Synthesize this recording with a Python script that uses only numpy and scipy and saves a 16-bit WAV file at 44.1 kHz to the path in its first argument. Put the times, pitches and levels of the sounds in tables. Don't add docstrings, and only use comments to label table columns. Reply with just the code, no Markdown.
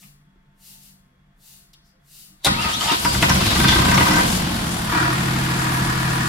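import sys
import numpy as np
from scipy import signal
from scipy.fft import rfft, irfft, next_fast_len
from scipy.io import wavfile
from scipy.ndimage import uniform_filter1d

SR = 44100
rng = np.random.default_rng(int(sys.argv[2]) if len(sys.argv) > 2 else 0)


def unload_audio(sound):
    columns = np.transpose(np.atleast_2d(sound))
    steps = np.round(np.clip(columns, -1, 1) * 32767)
    wavfile.write(sys.argv[1], SR, steps.astype(np.int16))


def voltage_ratio(level):
    return 10 ** (np.asarray(level, float) / 20)


N = 277080

REFUEL_S = 4.93
LOAD_ORDER, HIGH_ORDER = 10, 21

CRANK_TIMES = [2.45, 3.048, 3.145, 3.226]
CRANK_COUNTS = [0, 3, 4, 5]
# time in seconds, firings per second.
SPEED_CURVE = [
    (3.226, 13.3),
    (4.235, 42.2),
    (4.29, 42.6),
    (4.4, 41.9),
    (4.6, 40.5),
    (4.8, 38.8),
    (4.95, 38.2),
    (5.1, 39.),
    (6.28, 39.),
]
# time in seconds, exhaust pressure in dB, shaking of the block in dB.
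EFFORT = [(2.53, -21, -33.5), (2.7, -31.5, -29.5), (2.76, -27.5, -35), (2.91, -35, -27),
          (3.02, -30.5, -34.5), (3.06, -25, -30.5), (3.21, -19.5, -29.5), (3.23, -19, -27),
          (3.38, -20, -26.5), (3.82, -14.5, -25.5), (4.21, -18.5, -25), (4.34, -19.5, -27.5),
          (4.86, -24.5, -29.5), (4.95, -25, -22.5), (5.2, -22.5, -27), (6.12, -24.5, -27.5),
          (6.28, -26, -28)]
# time in seconds, knock peak in dB, brightness in dB,
# pitch of the loose part in Hz, gas pulse in dB.
RUN_UP_FIRINGS = [(3.049, -8, -16, 5100, -4), (3.145, -16, -17, 2880, 2), (3.226, -3.5, -16, 2580, -1),
                  (3.295, -4.5, -12.5, 5330, 0), (3.359, -23, -4, 5550, -1), (3.414, -16.5, -16, 5570, 1.5),
                  (3.466, -16, -4, 4000, -7), (3.516, -12.5, -12, 3830, 1), (3.557, -12, -18, 5040, 4),
                  (3.601, -10, -20, 3500, 5), (3.643, -7.5, -22, 3570, 9), (3.684, -7.5, -4, 3270, 7),
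                  (3.721, -8.5, -13, 3200, -1), (3.758, -10.5, -22, 2980, 7.5),
                  (3.789, -11.5, -23, 3490, 2), (3.82, -13.5, -28, 3930, -2), (3.852, -11, -11, 7340, 0),
                  (3.885, -9, -24, 3500, 8.5), (3.915, -7.5, -35, 3000, -7), (3.944, -10, -10, 5200, -8),
                  (3.977, -5.5, -17, 2700, 2), (4.007, -6, -26, 3030, 5), (4.032, -20, -8, 5600, 0),
                  (4.061, -8.5, -34, 3000, -7), (4.084, -11.5, -36, 3500, -2), (4.109, -9, -25, 5310, 2),
                  (4.138, -10, -25, 5240, 5), (4.161, -7.5, -33, 5600, 7), (4.187, -9.5, -25, 5560, 6)]
# time in seconds, peak in dB,
# brightness in dB, pitch of the loose part in Hz.
PINION_BANGS = [(2.441, -33, -4, 3500), (2.447, -19.5, 5.5, 3720), (2.455, -19, 4.5, 3850),
                (2.466, -7, -14, 3300), (2.473, -16, -10, 4230), (2.624, -33, 5, 4900),
                (2.65, -21, -20, 2650), (2.688, -16, -18, 3040), (2.809, -24.5, 2.5, 3130),
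                (2.886, -20, -12, 3170), (2.919, -10, -16, 3660)]
# frequency in Hz, width in Hz, level in dB.
PIPE_MODES = [(30.5, 15, -8), (64.8, 13, 2.5), (96, 34, -2.5), (133.5, 5.1, 4.5), (159, 30, -8.5),
              (192, 14, 1.5), (220, 13, -16.5), (305, 14, -13), (342, 56, -11)]
# frequency in Hz, density in dB per Hz.
RUMBLE_SPECTRUM = [(15, -43), (25, -11), (118, -6), (172, -2), (227, -3), (270, -9.5), (334, -7),
                   (392, -23.5), (600, -19.5), (780, -54), (1320, -120)]
# multiple of the cycle rate, level in dB.
CYCLE_LINES = [(1, -41), (2, -32), (3, -14), (4, -27), (5, -15), (6, -14), (7, -26), (8, -20), (9, -22),
               (10, 0), (11, -21), (12, -22), (13, -5), (14, -21), (15, -17), (16, -11), (17, -22),
               (18, -21), (19, -27), (20, -22), (21, -26), (22, -24), (23, -22), (24, -14), (25, -26),
               (26, -17), (27, -18), (28, -25)]
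# multiple of the cycle rate, level in dB.
SINGING_LINES = [(60, -23), (70, -22), (73, -15), (76, -15), (79, -18), (87, -18), (93, -21), (95, -16),
                 (105, -19), (117, -19), (126, -15), (129, -15), (132, -15), (149, -21), (167, -24),
                 (172, -23)]
# time in seconds, level over load in dB, rise and fall in seconds.
LINE_SURGE = [
    (4.98, 6., 0.09, 0.1),
]
# time in seconds, level in dB, frequency in Hz,
# half length in seconds.
ENCLOSURE_BOOMS = [(3.17, -30.5, 63, 0.1), (3.2, -31, 127.7, .07), (3.35, -25, 69.4, .06),
                   (3.35, -27, 135, 0.042), (3.34, -26.5, 186, 0.076), (3.47, -25.5, 106, 0.038),
                   (3.64, -23, 135.5, 0.047), (3.63, -27, 66.5, 0.062), (3.8, -34, 69.3, 0.05),
                   (3.96, -23, 191.4, 0.074), (4.0, -28, 316, 0.04), (4.14, -29, 305, 0.065),
                   (4.17, -26, 171, 0.024)]
# frequency in Hz, width in Hz, level in dB.
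BLOCK_MODES = [(300, 32, -1), (529.5, 3.8, -12.5), (676, 73, -7), (957, 30, 5), (1048, 21, -2.5),
               (1216, 110, 5.5), (1440, 12, -7), (1547, 43, 5), (1820, 36, -41), (1946, 90, 3),
               (2470, 360, -12), (3160, 130, -46), (3850, 320, -51), (5000, 120, -34), (5250, 700, -32),
               (8900, 500, -82)]
# frequency in Hz, density in dB per Hz.
CLATTER_SPECTRUM = [(250, -31), (420, -11), (497, -9.5), (561, -16), (684, -3.5), (854, -7), (957, -2.5),
                    (1080, -5.5), (1240, -7), (1560, -6), (1680, -7.5), (2040, -8.5), (2600, -11.5),
                    (3380, -21), (5720, -120)]
# frequency in Hz, density in dB per Hz.
RATTLE_SPECTRUM = [(1350, -48), (2300, -3), (2950, 2.5), (3480, 3.5), (4100, 0.5), (4480, 1), (5450, -12),
                   (6000, -20), (7800, -88), (13200, -120)]
# frequency in Hz, density in dB per Hz.
HISS_SPECTRUM = [(2940, -45), (5000, 3.5), (7340, 0.5), (7940, -2), (8920, -1), (11400, -2.5), (15100, -7),
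                 (16000, -6)]
# frequency in Hz, width in Hz, level in dB.
AIR_LEAKS = [(7600, 1500, 0), (9500, 2000, 0), (11500, 2000, 0)]
# frequency in Hz, width in Hz, level in dB.
LOOSE_TAPPET = [(1842, 86, 1), (1390, 150, -7), (1240, 75, -4)]
# frequency in Hz, width in Hz, level in dB.
LOADED_BLOCK = [(975, 130, 0), (1200, 300, 1), (1420, 300, -1), (1680, 260, 1), (1880, 200, -4),
                (2300, 500, -9)]
# time in seconds, level in dB, rise and fall in seconds.
LOADED_BLOCK_SWELL = [
    (4.97, -25.5, .07, .14),
    (6.1, -34.5, .7, 1.5),
]
# frequency in Hz, width in Hz, level in dB.
PANEL_MODES = [(531, 11.5, -10), (1020, 90, 2), (1550, 45, -3)]
# time in seconds, level in dB, rise and fall in seconds.
PANEL_SWELLS = [
    (3.95, -35, .2, .12),
    (4.16, -33, 0.1, 0.13),
    (5.0, -42, 0.098, 0.16),
]
# time in seconds, level in dB, rise and fall in seconds.
PINION_CHATTER = [
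    (2.92, -34, 0.053, 0.056),
    (3.47, -37, 0.083, 0.27),
    (3.71, -29, 0.042, 0.047),
]
# time in seconds, frequency in Hz, level in dB.
COMPRESSION_WHINE = [
    (2.49, 1700, -60),
    (2.52, 1950, -37),
    (2.58, 2650, -38),
    (2.62, 2950, -35),
    (2.67, 2550, -37),
    (2.69, 2350, -55),
]
# time in seconds, frequency in Hz, level in dB.
FREE_WHINE = [(2.69, 2350, -60), (2.712, 2650, -38), (2.728, 3150, -33), (2.737, 3320, -24),
              (2.746, 3550, -30), (2.754, 3720, -27), (2.77, 4050, -36), (2.8, 4500, -44),
              (2.84, 4750, -43), (3.03, 4900, -52), (3.075, 4900, -33), (3.11, 4900, -35),
              (3.15, 4900, -60)]
# time in seconds, frequency in Hz, level in dB.
OVERRUN_WHINE = [
    (2.795, 3150, -70),
    (2.81, 3150, -29),
    (2.83, 3150, -55),
    (2.86, 3220, -50),
    (2.878, 3180, -28),
    (2.91, 2800, -30),
    (2.935, 2500, -60),
]
# pitch ratio, level in dB.
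MESH_STRANDS = [(.86, -12), (1.12, -11), (1.7, -14)]
# frequency in Hz, width in Hz, level in dB.
HOUSING_MODES = [(939, 12, 8.5), (1256, 23, 7), (1820, 230, -12), (3250, 27, -24), (3730, 56, -27)]
# time in seconds, level in dB, rise and fall in seconds.
TOOTH_GRIND = [(2.51, -38, 0.03, 0.04), (2.6, -34, .06, .025), (2.655, -29, 0.015, 0.04),
               (2.73, -38, .03, .04), (2.82, -34, .015, .05), (2.895, -29, 0.02, 0.045)]
# time in seconds, level in dB, frequency in Hz, half
# length in seconds.
PART_RINGS = [(2.47, -24, 800, .012), (2.468, -28, 560, .012), (2.455, -30, 4300, .01),
              (2.87, -35, 850, .04), (2.93, -31, 3680, .015), (3.5, -30, 3850, .015),
              (3.695, -25, 3490, .014), (3.735, -28, 3480, .018), (3.41, -32, 2650, .012),
              (3.895, -30, 2680, .012), (3.57, -29, 1200, .012), (3.955, -37, 7500, .008),
              (4.035, -39, 7500, .006), (4.12, -36, 5300, .012), (4.985, -31, 1870, .02),
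              (4.96, -31, 1410, .03), (5.0, -32, 1600, .025)]
# time in seconds, level in dB, rise and fall in seconds.
PINION_CRACK = [
    (2.448, -20.5, 0.0014, .012),
    (2.472, -32, .01, 0.01),
]
# frequency in Hz, width in Hz, level in dB.
PINION_CRACK_BAND = [(8700, 7100, 0)]
# time in seconds, level in dB, rise and fall in seconds.
FRAME_THUD = [
    (2.474, -26, 0.013, 0.017),
    (2.92, -29.5, 0.0097, 0.038),
]
# frequency in Hz, width in Hz, level in dB.
FRAME_MODES = [(193, 200, -3.5), (300, 110, -2.5)]
# loudest time in seconds, level
# in dB, rise and fall in seconds.
STROKES_AND_BURSTS = [
    (.02, -52, 0.058, 0.074),
    (.69, -48.5, 0.074, 0.087),
    (.85, -54, 0.043, 0.071),
    (1.49, -51, 0.072, 0.11),
    (1.737, -57, 0.0044, 0.0068),
    (1.87, -70, 0.024, 0.045),
    (2.18, -48.5, 0.089, 0.1),
    (2.445, -44, 0.0085, 0.049),
]
# frequency in Hz, density in dB per Hz.
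BRISTLE_SPECTRUM = [(1180, -19), (2000, -9), (2440, -6.5), (2780, 1), (3230, -3.5), (4410, 2.5), (5730, -1),
                    (12200, 1), (16000, -1.5)]
# time in seconds, level in dB, rise and fall in seconds.
DRY_SCUFF = [
    (1.87, -68.5, 0.043, 0.058),
]
# frequency in Hz, width in Hz, level in dB.
DRY_SCUFF_BAND = [(4840, 1900, 0)]
# time in seconds, peak in dB, frequency in Hz, decay in seconds.
RELAY_TICKS = [
    (.028, -46, 2400, .015),
    (.03, -54, 1000, .012),
    (.356, -56, 300, .006),
    (.358, -62, 1270, .006),
    (1.732, -45, 4600, .008),
    (1.733, -60, 1600, .007),
    (1.739, -45, 3450, .011),
]
# time in seconds, level in
# dB, frequency in Hz, half length in seconds.
FAR_TONES = [(.035, -66, 1240, .018), (.04, -71, 690, .025), (.75, -78, 892, .25), (1.15, -75, 500, .04),
             (1.96, -72, 520, .03), (2.28, -77, 1260, .05), (2.35, -73, 1190, .04), (2.33, -69, 305, .05)]
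# frequency in Hz, width in Hz, level in dB.
HUM_BANDS = [(144, 8, 0), (192, 10, -2), (245, 30, -14)]
# time in seconds, level in dB, rise and fall in seconds.
HUM_SWELLS = [(0., -51, .1, 0.11), (.26, -60, 0.066, 0.066), (.49, -67, 0.052, 0.04), (.8, -61, 0.12, 0.27),
              (1.25, -70, .1, .1), (2.3, -65, 0.05, 0.072)]
# frequency in Hz, width in Hz, level in dB.
FAINT_WHIRS = [(690, 16, -82), (892, 10, -83), (1068, 10, -84), (3350, 110, -83)]
# frequency in Hz, density in dB per Hz.
YARD_SPECTRUM = [(15, -39), (25, 0.5), (111, -18), (149, -9), (263, -27), (293, -20.5), (363, -26.5),
                 (503, -31), (607, -31), (677, -27), (734, -32), (1700, -26.5), (2910, -38), (3430, -38.5),
                 (16000, -65)]
# frequency in Hz, left-right likeness from -1 to 1.
PORT_LIKENESS = [(60, 1.), (130, 1), (250, 0.95), (400, -.05), (1000, -.08), (16000, 0.)]
# frequency in Hz, left minus right in dB.
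PORT_BIAS = [(60, 0), (250, .5), (500, -1.5), (1000, -.4), (2000, 1.1), (4000, 2.6), (8000, 6.5),
             (13000, 2)]


def firings():
    t = np.arange(N) / SR
    powered_rate = in_time(SPEED_CURVE)[0] * (t > CRANK_TIMES[-1])
    return np.interp(t, CRANK_TIMES, CRANK_COUNTS) + np.cumsum(powered_rate) / SR


def exhaust(turn, level_db):
    fired = np.flatnonzero(np.diff(np.floor(turn)))
    pulses = np.zeros(N)
    cylinder_db = np.array([0, -5., -2.5])
    chance_db = 0.64 * rng.standard_normal(len(fired))
    pulses[fired] = voltage_ratio(cylinder_db[np.arange(len(fired)) % 3] + chance_db)
    pulses[fired[2:2 + len(RUN_UP_FIRINGS)]] = 0
    run_up = np.array(RUN_UP_FIRINGS)
    pulses[(run_up[:, 0] * SR).astype(int)] = voltage_ratio(run_up[:, 4] - 10.0)
    drive = rms_one(pulses) + .4 * rng.standard_normal(N)
    pipe = sum((-1) ** k * voltage_ratio(db) * resonate(drive, hz, width)
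               for k, (hz, width, db) in enumerate(PIPE_MODES))
    pipe = pipe / np.sqrt(uniform_filter1d(pipe ** 2, size=16000) + 1e-12)
    settled = np.clip((np.arange(N) / SR - 4.05) / 0.62, 0, 1)
    rumble = coloured(rng.standard_normal(N), RUMBLE_SPECTRUM)
    rumble_db = -3.5 - 1.5 * between(REFUEL_S, 9, 0.34)
    return voltage_ratio(level_db) * (voltage_ratio(-3.5 - 18.0 * settled) * pipe + voltage_ratio(rumble_db) * rumble)


def orders(turn):
    loaded_db, coasting_db, other_lines_db = -26.5, -37.5, -27
    load = voltage_ratio(coasting_db + (loaded_db - coasting_db) * between(REFUEL_S, 9, 0.089))
    high = load + voltage_ratio(loaded_db) * swells(LINE_SURGE)
    first, lines = int(4 * SR), np.zeros(N)
    for k, db in CYCLE_LINES + SINGING_LINES:
        if k > CYCLE_LINES[-1][0]:
            gain = load * voltage_ratio(-2.5) * between(5.1, 9, 0.45) * voltage_ratio(1.8 * drift(13.0))
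        elif k == LOAD_ORDER:
            gain = load
        elif k > HIGH_ORDER:
            gain = high
        else:
            gain = voltage_ratio(other_lines_db)
        level = gain * voltage_ratio(db + 0.12 * drift(2.4))
        lines[first:] += level[first:] * np.sin(2 * np.pi * (k * turn[first:] / 3 + rng.random()))
    return voltage_ratio(3.0) * between(4.1, 9, 0.13) * lines


def contacts(turn, count, spread_db):
    angle, size = np.sort(rng.random(count)), rng.standard_normal(count)
    cylinder = voltage_ratio(spread_db * rng.standard_normal((3, count)))
    clicks = np.zeros(N)
    for n in range(int(turn[-1]) - 1):
        at = np.searchsorted(turn, n + angle)
        clicks[at] += size * cylinder[n % 3] * voltage_ratio(2.5 * rng.standard_normal(count))
    return clicks / np.sqrt(uniform_filter1d(clicks ** 2, size=8000) + 1e-6)


def throb(turn, once_db, twice_db):
    return voltage_ratio(once_db * np.cos(2 * np.pi * turn) + twice_db * np.cos(4 * np.pi * turn + 0.5))


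def block_ring(blows, bright_db, spread_db):
    out = 0
    for k, (hz, width, db) in enumerate(BLOCK_MODES):
        struck = voltage_ratio(db + bright_db * (hz > 2900) + spread_db * rng.standard_normal())
        out = out + (-1) ** k * struck * resonate(blows, hz, width) * np.sqrt(100 / width)
    return out


def block(turn, shake_db):
    t = np.arange(N) / SR
    metal = contacts(turn, count=40, spread_db=2.0)
    white = rng.standard_normal((3, N))
    swing_db = shake_db + 29
    pinion_drag = np.clip((4.67 - t) / 0.47, 0, 1)
    rattle_db = -36.5 + 0.64 * swing_db + 5.5 * pinion_drag
    spin_up = np.exp(-np.maximum(t - CRANK_TIMES[0], 0) / 0.22)
    starter_released = between(4.37, 9, 0.066)
    hiss_db = -34.5 - 13.5 * spin_up + 0.24 * swing_db - 6 * starter_released

    shake = .45 * metal + white[0] * throb(turn, 2.6, .7)
    ring = rms_one(block_ring(shake, bright_db=15.0, spread_db=5.0))
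    clatter = rms_one(coloured(shake, CLATTER_SPECTRUM) + 0.08 * ring)
    coasting = between(4.3, REFUEL_S, 0.086)
    clatter = clatter - 0.4 * coasting * resonate(clatter, 2450, 1000)

    rattle = coloured(white[1:3] * throb(turn, 0.65, 0.85), RATTLE_SPECTRUM)
    hiss = coloured(white[1:3] * throb(turn, 1.0, 0.97), HISS_SPECTRUM)
    leaks = sum(voltage_ratio(db + 4. * drift(14)) * resonate(hiss, hz, width) for hz, width, db in AIR_LEAKS)
    hiss = hiss + voltage_ratio(-4.0) * leaks

    tappet_gain = voltage_ratio(-20 + 8 * np.cos(2 * np.pi * turn / 3))
    tappet = between(REFUEL_S - .05, 9, .04) * tappet_gain * narrow(white[2], LOOSE_TAPPET)
    panels = swells(PANEL_SWELLS) * narrow(white[1], PANEL_MODES)
    loaded = swells(LOADED_BLOCK_SWELL) * throb(turn, 0.74, 1.6) * rms_one(narrow(shake, LOADED_BLOCK))
    body = voltage_ratio(shake_db - 2.0) * (clatter + tappet) + panels + loaded
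    diffuse = (voltage_ratio(rattle_db) + swells(PINION_CHATTER)) * rattle + voltage_ratio(hiss_db + 0.5) * hiss
    return body, diffuse


def knocks():
    out = np.zeros(N)
    t = np.arange(2000) / SR
    burst = np.minimum(t / .002, 1) * np.exp(-t / .014)
    dull = signal.butter(4, 7100, fs=SR)
    for s, peak_db, bright_db, part_hz, *_ in PINION_BANGS + RUN_UP_FIRINGS:
        blows, at = np.zeros(9000), round((s - .002) * SR)
        blows[:2000] = burst * rng.standard_normal(2000)
        body = block_ring(blows, bright_db, spread_db=1.5) + 0.59 * resonate(blows, 1340, 1570)
        bright = voltage_ratio(-14.0) * signal.lfilter(*dull, blows) + voltage_ratio(6.5) * resonate(blows, part_hz, 410)
        out[at:at + 9000] += voltage_ratio(peak_db + 5.0) * (body + voltage_ratio(bright_db) * bright)
    return out


def mesh(rows):
    hz, level_db = in_time(rows)
    span = slice(int(2.4 * SR), int(3.3 * SR))
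    wavering_hz = hz * (1 + .007 * drift(120))
    phase, out = 2 * np.pi * np.cumsum(wavering_hz)[span] / SR, np.zeros(N)
    for ratio, db in [(0.97, 0)] + MESH_STRANDS:
        out[span] += np.sin(ratio * phase) * voltage_ratio(level_db + db + 3.5 + 3. * drift(45))[span]
    return out


def starter():
    teeth = rng.standard_normal(N)
    housing = rms_one(sum(voltage_ratio(db) * resonate(teeth, hz, width) for hz, width, db in HOUSING_MODES))
    whine = (mesh(COMPRESSION_WHINE) + mesh(FREE_WHINE) + mesh(OVERRUN_WHINE)) * between(2.49, 3.2, .01)
    crack = swells(PINION_CRACK) * narrow(teeth, PINION_CRACK_BAND)
    thud = swells(FRAME_THUD) * narrow(teeth, FRAME_MODES)
    grind = housing * voltage_ratio(4.5) * swells(TOOTH_GRIND) * between(2.48, 3.05, 0.018)
    return whine + blips(PART_RINGS) + crack + thud + grind


def broom():
    strokes = lingering(swells(STROKES_AND_BURSTS, edge=2.25)) * between(-1, 2.6, .1)
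    return strokes * coloured(rng.standard_normal(N), BRISTLE_SPECTRUM)


def relay():
    ticks = np.zeros(N)
    for s, peak_db, hz, decay in RELAY_TICKS:
        tap = rng.standard_normal(3000) * np.exp(-np.arange(3000) / (decay * SR))
        ring = resonate(resonate(tap, hz, .3 * hz), hz, hz)
        ring = ring + .1 * resonate(resonate(tap, 2 * hz, 3 * hz), 2 * hz, 3 * hz)
        ticks[round(s * SR):round(s * SR) + 3000] += voltage_ratio(peak_db) * ring / np.max(np.abs(ring))
    return ticks


def yard():
    floor = voltage_ratio(-54 - 7.0 + 0.3 * drift(2.5)) * coloured(rng.standard_normal(N), YARD_SPECTRUM)
    floor = floor + voltage_ratio(-85.0) * rng.standard_normal(N)
    white = rng.standard_normal(N)
    drone = narrow(white, HUM_BANDS)
    drone = drone / np.sqrt(uniform_filter1d(drone ** 2, size=5000) + 0.089)
    hum = (voltage_ratio(-64) + swells(HUM_SWELLS)) * drone + narrow(white, FAINT_WHIRS)
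    scuff = swells(DRY_SCUFF) * narrow(white, DRY_SCUFF_BAND)
    return floor + hum + scuff + broom() + relay() + blips(FAR_TONES)


def two_ports(x, diffuse):
    size = next_fast_len(N + 20000)
    hz = np.maximum(np.arange(size // 2 + 1) * SR / size, 1)
    echoes = rng.standard_normal(10000) * np.exp(-np.arange(10000) / (.055 * SR))
    other = rfft(echoes / np.sqrt(np.sum(echoes ** 2)), size)
    alike = np.clip(at_hz(PORT_LIKENESS, hz), -.5, 1)
    mix = 1 + np.sqrt((1 - alike) / (1 + alike)) * other * [[1], [-1]]
    mix = mix * np.sqrt(2 / (1 + alike) / uniform_filter1d(np.abs(mix) ** 2, size=900))
    halves = np.array([[.5], [-.5]])
    lag_s = .00018 / (1 + (hz / 300) ** 4)
    bias = voltage_ratio(at_hz(PORT_BIAS, hz) * halves) * np.exp(-2j * np.pi * hz * lag_s * halves)
    return irfft((rfft(x, size) * mix + voltage_ratio(2.5) * rfft(diffuse, size)) * bias, size)[:, :N]


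def blips(rows):
    t = np.arange(N) / SR
    return sum(voltage_ratio(db + 3.5) * np.exp(-((t - s) / half) ** 2) * np.sin(2 * np.pi * hz * t)
               for s, db, hz, half in rows)


def swells(rows, edge=2):
    t = np.arange(N) / SR
    total = 0
    for s, db, rise, fall in rows:
        before, after = (np.abs(s - t) / rise) ** edge, ((t - s) / fall) ** 2
        total = total + voltage_ratio(db) * np.exp(-np.where(t < s, before, after))
    return total


def lingering(gain):
    r = np.exp(-1 / (.09 * SR))
    return gain + voltage_ratio(-18.) * signal.lfilter([2 * (1 - r)], [1, -r], gain)


def narrow(white, bands):
    return sum(voltage_ratio(db) * rms_one(resonate(resonate(white, hz, width), hz, width)) for hz, width, db in bands)


def resonate(x, hz, width_hz):
    r = np.exp(-np.pi * width_hz / SR)
    feedback = [1, -2 * r * np.cos(2 * np.pi * hz / SR), r * r]
    return signal.lfilter(np.array([1, 0, -1]) * (1 - r * r) / 2, feedback, x + 1e-18)


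def coloured(x, spectrum):
    size = next_fast_len(N)
    hz = np.maximum(np.arange(size // 2 + 1) * SR / size, 1)
    return rms_one(irfft(rfft(x, size) * voltage_ratio(at_hz(spectrum, hz)), size)[..., :N])


def drift(rate):
    r = np.exp(-80 * np.pi * rate / SR)
    slow = signal.lfilter([1], [1, -2 * r, r * r], rng.standard_normal(N // 40 + 2002))[2000:]
    return np.interp(np.arange(N) / 40, np.arange(len(slow)), rms_one(slow))


def rms_one(x):
    return x / np.sqrt(np.mean(x ** 2) + 1e-20)


def in_time(rows):
    s, *columns = np.transpose(rows)
    return [np.interp(np.arange(N) / SR, s, c) for c in columns]


def between(start, stop, fade):
    t = np.arange(N) / SR
    return np.clip((t - start) / fade, 0, 1) * np.clip((stop - t) / fade, 0, 1)


def at_hz(points, hz):
    return np.interp(np.log(hz), np.log(np.array(points)[:, 0]), np.array(points)[:, 1])


def scene():
    turn = firings()
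    pressure_db, shake_db = in_time(EFFORT)
    gas = between(2.465, 9, 0.0032) * exhaust(turn, pressure_db - 3.0) + orders(turn) + blips(ENCLOSURE_BOOMS)
    body, diffuse = block(turn, shake_db)
    running = between(2.445, 9, 0.006)
    return two_ports(yard() + gas + running * body + knocks() + starter(), running * diffuse)


def roll_off(x):
    return signal.sosfilt(signal.butter(12, 16000, fs=SR, output="sos"), x)


def record(dry):
    rounded = 1.219 * np.tanh(dry / 1.141)
    top_cut = signal.cheby2(12, 60, 16700, fs=SR, output="sos")
    return roll_off(signal.sosfilt(top_cut, rounded))


dry = scene()
out = record(dry)
unload_audio(out)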